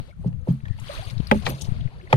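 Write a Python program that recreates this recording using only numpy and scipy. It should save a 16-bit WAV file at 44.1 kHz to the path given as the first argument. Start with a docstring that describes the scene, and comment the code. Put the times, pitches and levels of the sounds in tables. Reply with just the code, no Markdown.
"""A pole knocks on the gunwale of a wooden boat, close by: pole modes clack, hull modes boom after.
The pole also scrapes once. Water runs, gurgles and sprays off it on the left (damped sines, noise
bursts, rising bubble tones) over the faint hiss of a calm river.
A breeze rumbles on both microphone ports and thumps on the left one."""
import sys
import numpy as np
from scipy import signal
from scipy.fft import rfft, irfft, next_fast_len
from scipy.io import wavfile
from scipy.ndimage import map_coordinates

SR = 44100
rng = np.random.default_rng(int(sys.argv[2]) if len(sys.argv) > 2 else 0)


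def int16_out(signal):
    """Quantize to a 16-bit WAV file."""
    q = np.round(np.clip(np.atleast_2d(signal).T, -1, 1) * 32767)
    wavfile.write(sys.argv[1], SR, q.astype(np.int16))


N = 95432
TIME_S = np.arange(N) / SR

# pole on gunwale: start_s, clack_db, hardness_hz, tilt_db_per_oct,
# boom_lag_s, boom_db, plank_hz, boom_t60_ratio
KNOCKS = [(0.2426, -29.5, 570, -3, 0.016, -12, 154.4, 0.8),
          (0.471, -27.5, 602, -6.5, 0.01435, -7, 158.1, 1), (0.6554, -51, 4240, 2, 0.0102, -52, 149.5, 0.6),
          (0.682, -50.5, 3000, 6, 0.0081, -70, 151, 1.1), (1.3127, -7.5, 2980, 0.5, 0.0012, -1, 199, 0.36),
          (1.343, -20.5, 730, 6, .009, -11, 209.4, 0.5), (1.465, -17.5, 2920, 4.5, 0.016, -17, 138, 0.62),
          (1.475, -22.5, 1320, 8, 0.0102, -22, 254, 0.86), (1.509, -34, 880, 3, .01, -22, 136, 1.02),
          (1.669, -33.5, 590, 7.5, 0.0077, -27, 134, 0.87),
          (2.1269, -7.5, 2030, 4.5, 0.00748, -1, 126, 0.65)]
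# pole resonances: pitch_hz, level_db, t60_s
POLE_MODES = [(399.6, -2.5, 0.099), (520, 6, 0.055), (587.6, 2.5, 0.063), (790, 6.5, 0.027),
              (851, 5, 0.043), (1072, -4.5, 0.033), (1226, -4, 0.033), (1608, -7, 0.03), (1920, 0, 0.022),
              (2410, 2, 0.016), (3270, 2.5, 0.012)]
# hull resonances: pitch_hz, level_db, t60_s
HULL_MODES = [(103.7, -39.5, .25), (135.1, 4, 0.21), (169.4, 6, 0.13), (214, -1, 0.27), (241, 5, 0.091),
              (305, -13.5, 0.31)]
# pole sliding, one row: start_s, length_s, pitch_hz, width_hz, rub_db, tap_over_rub_db, tap_decay_s
SCRAPE = (.6548, .12, 1850, 170, -57, 21, .005)
# water off the pole: time_s, trickle_db, spray_db, gurgle_db
WATER_LEVELS = [(0, -53, -68, -57), (.04, -55.5, -69, -58), (0.109, -59, -70, -57.5), (.14, -83, -78, -71),
                (0.271, -57.5, -67, -50), (.31, -74, -74.5, -57.5), (0.441, -71.5, -75.5, -71.5),
                (.49, -50.5, -59, -43.5), (0.572, -63.5, -68.5, -64), (.64, -63.5, -74, -60),
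                (.67, -58.5, -71, -59), (0.761, -57.5, -70, -64.5), (0.798, -52.5, -58.5, -58.5),
                (0.871, -44, -56.5, -53), (0.944, -38, -47.5, -47.5), (1.002, -41.5, -54, -54),
                (1.112, -49, -53.5, -51.5), (1.153, -52.5, -64, -54.5), (1.258, -48.5, -62.5, -54),
                (1.362, -43, -49, -65), (1.43, -49.5, -60, -45.5), (1.488, -37, -42.5, -33),
                (1.562, -49.5, -57, -48.5), (1.622, -57.5, -49.5, -49.5), (1.672, -51.5, -55.5, -48.5),
                (1.748, -49.5, -66.5, -52), (1.898, -56.5, -72.5, -56), (2.092, -57.5, -68.5, -56),
                (2.107, -42.5, -62, -42), (2.16, -42.5, -50, -47)]
# water spectra: freq_hz, density_db
TRICKLE_SPECTRUM = [(590, -37), (1000, 1.5), (1500, 3), (2310, 0), (3100, -2), (4500, -2.5), (5220, -10),
                    (7000, -24.5), (9100, -27.5), (15400, -120)]
SPRAY_SPECTRUM = [(3000, -40.5), (5000, -18), (6300, -3), (7400, -13), (8500, -4.5), (10700, -6.5),
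                  (12500, -16), (15000, -14.5), (16000, -29)]
GURGLE_SPECTRUM = [(160, -41.5), (280, -3), (493, -3), (560, -2), (851, -6), (1170, -10), (1400, -17),
                   (1820, -59), (3080, -120)]
RIVER_SPECTRUM = [(600, -19), (1300, -1.5), (2200, -7), (4000, -13), (9000, -32.5), (15400, -120)]
# spray spurts and sharp pole cracks: start_s, top_rms_db, centre_hz, rise_s, width_oct
NOISE_BURSTS = [(0.2677, -56, 3720, 0.0055, 1), (0.3275, -53, 2400, 0.0013, 0.6),
                (0.5245, -51, 11900, 0.001, 0.5), (0.602, -51.5, 1990, 0.0022, 0.67),
                (0.654, -46.5, 3430, 0.0011, 0.21), (0.7849, -45, 2600, 0.0044, 0.42),
                (0.7978, -44.5, 7300, 0.0021, 0.66), (0.841, -42, 3060, 0.0032, 0.14),
                (0.864, -41, 3750, 0.00093, 0.44), (0.8826, -39, 3030, 0.0018, 0.24),
                (0.888, -35.5, 3100, 0.0013, 0.16), (0.9141, -41, 4030, 0.006, 0.13),
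                (0.951, -36, 4000, 0.0016, 0.14), (0.96, -36, 3800, 0.002, 0.14),
                (1.013, -40, 3500, 0.0033, 0.27), (1.041, -44, 4530, 0.0056, 0.13),
                (1.0677, -42.5, 2920, 0.0085, 0.62), (1.0993, -33, 3320, 0.0011, 0.7),
                (1.1041, -40.5, 2880, 0.0041, 1), (1.1795, -37, 4040, 0.0012, 0.36),
                (1.2002, -46.5, 3300, 0.0032, 0.54), (1.27, -32, 4580, 0.0014, 0.22),
                (1.272, -46, 10300, 0.002, .3), (1.313, -36.5, 11200, 0.0021, .6),
                (1.4643, -17.5, 3280, 0.00061, 0.32), (1.421, -42, 3040, 0.0046, 0.9),
                (1.451, -32.5, 3700, 0.0097, 0.74), (1.491, -35, 11900, 0.0058, 0.28),
                (1.5006, -32.5, 3650, 0.0018, 0.98), (1.5455, -45.5, 3600, 0.0058, 1),
                (1.5784, -45, 3200, 0.0071, 0.74), (1.6023, -40, 3340, 0.0091, 0.34),
                (1.61, -34, 6140, 0.0048, 0.4), (1.6173, -32, 6000, 0.0027, 1),
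                (1.6414, -41, 3750, 0.0069, 0.79), (1.808, -43, 3070, 0.0024, 0.42),
                (1.8751, -42.5, 2070, 0.0015, 0.34), (1.999, -43, 1650, .002, .2),
                (2.011, -44, 2430, .0015, 0.18), (2.07, -44, 1970, .004, 0.31),
                (2.101, -52, 2400, 0.0078, 1), (2.127, -41.5, 4540, 0.0036, 0.83)]
# bubbles and drips: start_s, level_db, pitch_hz, rise_oct_per_s, t60_s, life_s
BUBBLES = [(0.071, -46.5, 440, 16.7, 2, 0.038), (0.109, -39.5, 2180, 3, 0.039, 0.0099),
           (0.126, -35.5, 1400, 0.31, 0.03, 0.014), (.398, -52, 490, 2.4, 0.47, 0.076),
           (.785, -35.5, 855, 2.2, 0.044, 0.021), (.893, -22.5, 568, 0.41, 0.1, 0.14),
           (0.898, -38, 1160, 1.7, 0.27, 0.058), (.966, -37, 524, 5.7, 0.62, 0.0243),
           (.982, -30, 619, 5.2, 0.12, 0.028), (0.977, -7.5, 2610, 2.7, 0.009, 0.023),
           (1.022, -29.5, 745, 2.9, 0.07, 0.065), (1.225, -55, 495, 31, 0.52, .04),
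           (1.912, -50, 688, 12.3, 0.52, 0.053), (1.955, -43.5, 457, 3.2, 0.15, 0.048),
           (2.029, -37, 360, 1.5, 0.11, 0.053)]
# wind buffeting: time_s, left_db, right_db
GUST_LEVELS = [(0, -30, -40), (0.099, -42.5, -43), (.2, -30.5, -37), (.3, -27.5, -41), (0.401, -34, -43),
               (.5, -39, -45), (.65, -31, -40), (0.801, -31, -41), (0.951, -38, -39.5), (1.1, -35.5, -44),
               (1.22, -33.5, -38), (1.37, -23.5, -32), (1.5, -31.5, -44), (1.62, -35, -43.5),
               (1.732, -35, -44.5), (1.831, -30, -36), (1.95, -35, -42), (2.07, -40.5, -38.5),
               (2.16, -35, -30)]
# wind spectrum at each port: freq_hz, density_db
LEFT_WIND_SPECTRUM = [(20, -33), (50, 4), (100, 3.5), (160, -1.5), (250, -15), (400, -47.5), (800, -84)]
RIGHT_WIND_SPECTRUM = [(20, -11.5), (50, 1.5), (100, -17), (160, -14.5), (250, -34), (400, -36), (800, -99)]
# wind thumps, left port: centre_s, level_db, pitch_hz, half_width_s
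THUMPS = [(0.005, -16.5, 104, 0.0081), (0.347, -19, 110, 0.0084), (0.381, -24, 73.6, 0.016),
          (0.43, -18.5, 80, 0.0084), (0.569, -36, 103, 0.0074), (0.639, -18.5, 124, 0.0044),
          (0.675, -23.5, 105.5, 0.0049), (0.711, -10, 102, 0.0058), (0.751, -24.5, 102, 0.0062),
          (0.829, -21, 106, 0.011), (1.006, -24.5, 109, 0.014), (1.076, -19, 101, 0.0061),
          (1.135, -20.5, 102, 0.0046), (1.171, -14, 102, 0.0093), (1.203, -5, 134, 0.003),
          (1.394, -35, 120, 0.0036), (1.424, -20, 90.5, 0.0064), (1.45, -18, 98, 0.0056),
          (1.473, -19, 138, 0.012), (1.69, -10, 118, 0.0054), (1.723, -9, 118.5, 0.0051),
          (1.86, -10, 123, 0.0081)]
# shadow on the right port: freq_hz, loss_db
RIGHT_SHADOW = [(150, -0.5), (700, 2.5), (1300, 3), (3000, 3), (9000, 13), (14000, 12.5)]
# likeness of right port to left: freq_hz, coherence_ratio
PORT_COHERENCE = [(200, 0.98), (800, 0.73), (3000, 0.084), (9000, 0.1)]


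def knocks():
    """Each strike clacks the pole, then booms the hull; little radiates below low_cut_hz."""
    low_cut_hz = 81
    out, t = np.zeros(N), TIME_S[:SR // 2]
    for start_s, clack_db, hardness_hz, tilt_db_per_oct, lag_s, boom_db, plank_hz, t60_ratio in KNOCKS:
        add(out, start_s, amp(clack_db) * pole_clack(t, hardness_hz, tilt_db_per_oct))
        add(out, start_s + lag_s, amp(boom_db) * hull_boom(t, plank_hz, t60_ratio))
    return filtered(out, lambda hz: (1j * hz / (low_cut_hz + 1j * hz)) ** 2)


def pole_clack(t, hardness_hz, tilt_db_per_oct):
    """Pole modes, a crack and duller contact chatter; a harder hit is brighter and rises faster."""
    def colour_db(hz):
        return tilt_db_per_oct * np.log2((hz + 50) / 1000) - 15 * np.log10(1 + (hz / hardness_hz) ** 4)

    chatter_hz, contact_cycles = 1900, 1.7
    crack = noise(len(t), lambda hz: amp(colour_db(hz)) * hz / (hz + 300))
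    crack *= decay(t, level_db=4.5, t60_s=0.032)
    chatter = noise(len(t), lambda hz: amp(colour_db(hz)) * band(hz, chatter_hz, width_oct=1))
    chatter *= decay(t, level_db=-5, t60_s=0.097)
    modes = ring(t, POLE_MODES, colour_db, rise_cycles=2.29)
    return (modes + crack + chatter) * (1 - np.exp(-t * hardness_hz / contact_cycles))


def hull_boom(t, plank_hz, t60_ratio):
    """Hull modes, driven hardest near the pitch of the struck plank."""
    width_oct, rise_s = 0.28, 0.004
    modes = [(hz, level_db, t60_s * t60_ratio) for hz, level_db, t60_s in HULL_MODES]
    boom = ring(t, modes, lambda hz: -6 * (np.log2(hz / plank_hz) / width_oct) ** 2, rise_cycles=0.21)
    return boom * (1 - np.exp(-t / rise_s)) ** 2


def ring(t, modes, weight_db, rise_cycles):
    """Damped modes, unevenly struck; each swells over its own periods, so treble comes first."""
    scatter_db = 1.5
    out = np.zeros(len(t))
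    for hz, level_db, t60_s in modes:
        struck_db = level_db + weight_db(hz) + scatter_db * rng.normal()
        swell = 1 - np.exp(-t * hz / rise_cycles)
        out += decay(t, struck_db, t60_s) * swell * np.sin(2 * np.pi * hz * t)
    return out


def scrape():
    """A tap, then rubbing on the gunwale excites one pole resonance."""
    start_s, length_s, pitch_hz, width_hz, rub_db, tap_over_rub_db, tap_decay_s = SCRAPE
    t = np.maximum(TIME_S - start_s, 0)
    rub = unit_rms(noise(N, lambda hz: np.exp(-((hz - pitch_hz) / width_hz) ** 2)))
    rub *= np.exp(-(t / length_s) ** 4)
    tap = amp(tap_over_rub_db) * np.sin(2 * np.pi * pitch_hz * t) * np.exp(-t / tap_decay_s)
    return amp(rub_db) * (TIME_S > start_s) * (rub + tap)


def runoff():
    """Water off the pole: trickle and spray flutter together above a low gurgle."""
    trickle_db, spray_db, gurgle_db = level_curves(WATER_LEVELS)
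    flutter_db = 0.32 * wobble(rate_hz=33.07)
    spray = droplets(SPRAY_SPECTRUM, rate_hz=1500, low_hz=5500, high_hz=15000,
                     decay_cycles=5, spread_db=3.5, noise_share=0.45, count=4000)
    trickle = droplets(TRICKLE_SPECTRUM, rate_hz=1600, low_hz=2000, high_hz=5000,
                       decay_cycles=7, spread_db=2.5, noise_share=0.5, count=4000)
    gurgle = droplets(GURGLE_SPECTRUM, rate_hz=150, low_hz=351, high_hz=1290,
                      decay_cycles=6.1, spread_db=1.2, noise_share=0.6, count=500)
    treble = amp(trickle_db) * trickle + amp(spray_db) * spray
    return amp(flutter_db) * treble + amp(gurgle_db) * gurgle


def droplets(spectrum, rate_hz, low_hz, high_hz, decay_cycles, spread_db, noise_share, count):
    """Random droplets ring as damped, rising sines over noise; shaped by spectrum, rms 1."""
    gap_draw, pitch_draw, size_draw = rng.random((count, 3)).T[:, :, None]
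    starts = (np.cumsum(-np.log(gap_draw), axis=0) / rate_hz * SR).astype(int)
    pitch_hz = low_hz * (high_hz / low_hz) ** pitch_draw
    size_db = -spread_db * np.log(np.maximum(size_draw, 0.04))  # largest 4% capped
    offsets = np.arange(900)
    cycles = pitch_hz * offsets / SR
    age = cycles / decay_cycles
    grains = amp(size_db) * np.sin(2 * np.pi * cycles * (1 + 0.029 * age)) * np.exp(-age)
    patter = np.bincount((starts + offsets).ravel(), grains.ravel(), N)[:N]
    # whiten to the density of unit noise
    patter = unit_rms(filtered(patter, lambda hz: np.clip(hz, low_hz, high_hz)))
    patter *= np.sqrt((high_hz - low_hz) / (SR / 2))
    mix = np.sqrt(1 - noise_share) * patter + np.sqrt(noise_share) * rng.standard_normal(N)
    return unit_rms(filtered(mix, lambda hz: amp(log_interp(spectrum, hz))))


def noise_bursts():
    """Short bursts of band noise: spurts of spray, and sharp cracks of the pole's taps and knocks."""
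    out, t = np.zeros(N), TIME_S[:SR // 5]
    for start_s, top_rms_db, centre_hz, rise_s, width_oct in NOISE_BURSTS:
        hiss = unit_rms(noise(len(t), lambda hz: band(hz, centre_hz, width_oct)))
        envelope = t / rise_s * np.exp(1 - t / rise_s)
        add(out, start_s, amp(top_rms_db) * hiss * envelope)
    return out


def bubbles():
    """Bubbles ring as rising sines until they burst; wobbling varies pitch and strength."""
    attack_s, waver_oct, rough_db = 0.0043, 0.02, 3
    out, t = np.zeros(N), TIME_S[:SR // 5]
    for start_s, level_db, pitch_hz, rise_oct_per_s, t60_s, life_s in BUBBLES:
        glide_oct = rise_oct_per_s * t + waver_oct * wobble(rate_hz=83)[:len(t)]
        phase = 2 * np.pi * np.cumsum(np.minimum(pitch_hz * 2 ** glide_oct, SR / 4)) / SR
        gate = (1 - np.exp(-t / attack_s)) * np.exp(-(t / life_s) ** 4)
        add(out, start_s, decay(t, level_db, t60_s) * gate * np.sin(phase))
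    return out * amp(rough_db * wobble(rate_hz=120))


def wind_thumps():
    """Wind hits the left port: pointed low pulses, each on a slower pressure push."""
    push_db, push_width_ratio = -13.5, 2.63
    left = np.zeros(N)
    for centre_s, level_db, pitch_hz, half_width_s in THUMPS:
        t = TIME_S - centre_s
        envelope = np.exp(-np.abs(t / half_width_s) ** 1.086)  # lower exponent: sharper point
        pulse = envelope * np.cos(2 * np.pi * (pitch_hz * t + rng.random()))
        push = np.exp(-(t / half_width_s / push_width_ratio) ** 2) * rng.choice([-1, 1])
        left += amp(level_db) * (pulse + amp(push_db) * push)
    return np.array([left, np.zeros(N)])


def wind_rumble():
    """Lumpy buffeting, independent at each port."""
    lumps_db = 5
    channels = []
    for gust_db, spectrum in zip(level_curves(GUST_LEVELS), (LEFT_WIND_SPECTRUM, RIGHT_WIND_SPECTRUM)):
        lumps = amp(lumps_db * wobble(rate_hz=22.25))
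        rumble = noise(N, lambda hz: amp(log_interp(spectrum, hz)))
        channels.append(amp(gust_db) * unit_rms(lumps * rumble))
    return np.array(channels)


def river(rms_db):
    """Smooth hiss of open water."""
    return amp(rms_db) * unit_rms(noise(N, lambda hz: amp(log_interp(RIVER_SPECTRUM, hz))))


def ports(left, lag_s):
    """Stereo pair: the right port hears later, duller and partly by shifting scattered paths."""
    def shadow(hz):
        return amp(-log_interp(RIGHT_SHADOW, hz)) * np.exp(-2j * np.pi * hz * lag_s)

    paths = rng.standard_normal(300) * decay(TIME_S[:300], level_db=0, t60_s=0.0014)
    drifting = np.real(signal.hilbert(left) * np.exp(2j * np.pi * wobble(rate_hz=40)))
    scatter = np.convolve(drifting, paths / np.linalg.norm(paths))[:N]
    direct = filtered(left, lambda hz: shadow(hz) * log_interp(PORT_COHERENCE, hz))
    diffuse = filtered(scatter, lambda hz: shadow(hz) * np.sqrt(1 - log_interp(PORT_COHERENCE, hz) ** 2))
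    return np.array([left, direct + diffuse])


def amp(db):
    return 10 ** (np.asarray(db) / 20)


def decay(t, level_db, t60_s):
    return amp(level_db - 60 * t / t60_s)


def unit_rms(x):
    return x / np.sqrt(np.mean(x ** 2) + 1e-20)


def band(hz, centre_hz, width_oct):
    return np.exp(-(np.log2((hz + 1) / centre_hz) / width_oct) ** 2)


def log_interp(points, hz):
    freqs_hz, values = np.transpose(points)
    return np.interp(np.log(hz + 1), np.log(freqs_hz + 1), values)


def level_curves(table):
    """One per-sample curve for each level column."""
    times_s, *columns_db = np.transpose(table)
    return [np.interp(TIME_S, times_s, column_db) for column_db in columns_db]


def filtered(x, response):
    """Apply the complex gain response(hz)."""
    size = next_fast_len(len(x) + 8192)
    return irfft(rfft(x, size) * response(np.fft.rfftfreq(size, 1 / SR)), size)[:len(x)]


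def noise(samples, response):
    return filtered(rng.standard_normal(samples), response)


def wobble(rate_hz):
    """Smooth random curve, rate_hz knots a second."""
    return map_coordinates(rng.standard_normal(1000), [TIME_S * rate_hz])


def add(track, start_s, sound):
    start = max(round(start_s * SR), 0)
    track[start:start + len(sound)] += sound[:N - start]


def scene():
    """Boat and water reach both ports; wind blows on them directly."""
    boat = ports(knocks() + scrape(), lag_s=0.0002)
    water_and_cracks = ports(runoff() + noise_bursts() + bubbles() + river(rms_db=-66), lag_s=0.00029)
    return boat + water_and_cracks + wind_thumps() + wind_rumble()


def record(dry):
    """Soft clip, then band limit."""
    ceiling, top_hz = 0.95, 16000
    soft = dry / (1 + np.abs(dry / ceiling) ** 6) ** (1 / 6)
    return np.array([filtered(channel, lambda hz: hz < top_hz) for channel in soft])


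dry = scene()
out = record(dry)
int16_out(out)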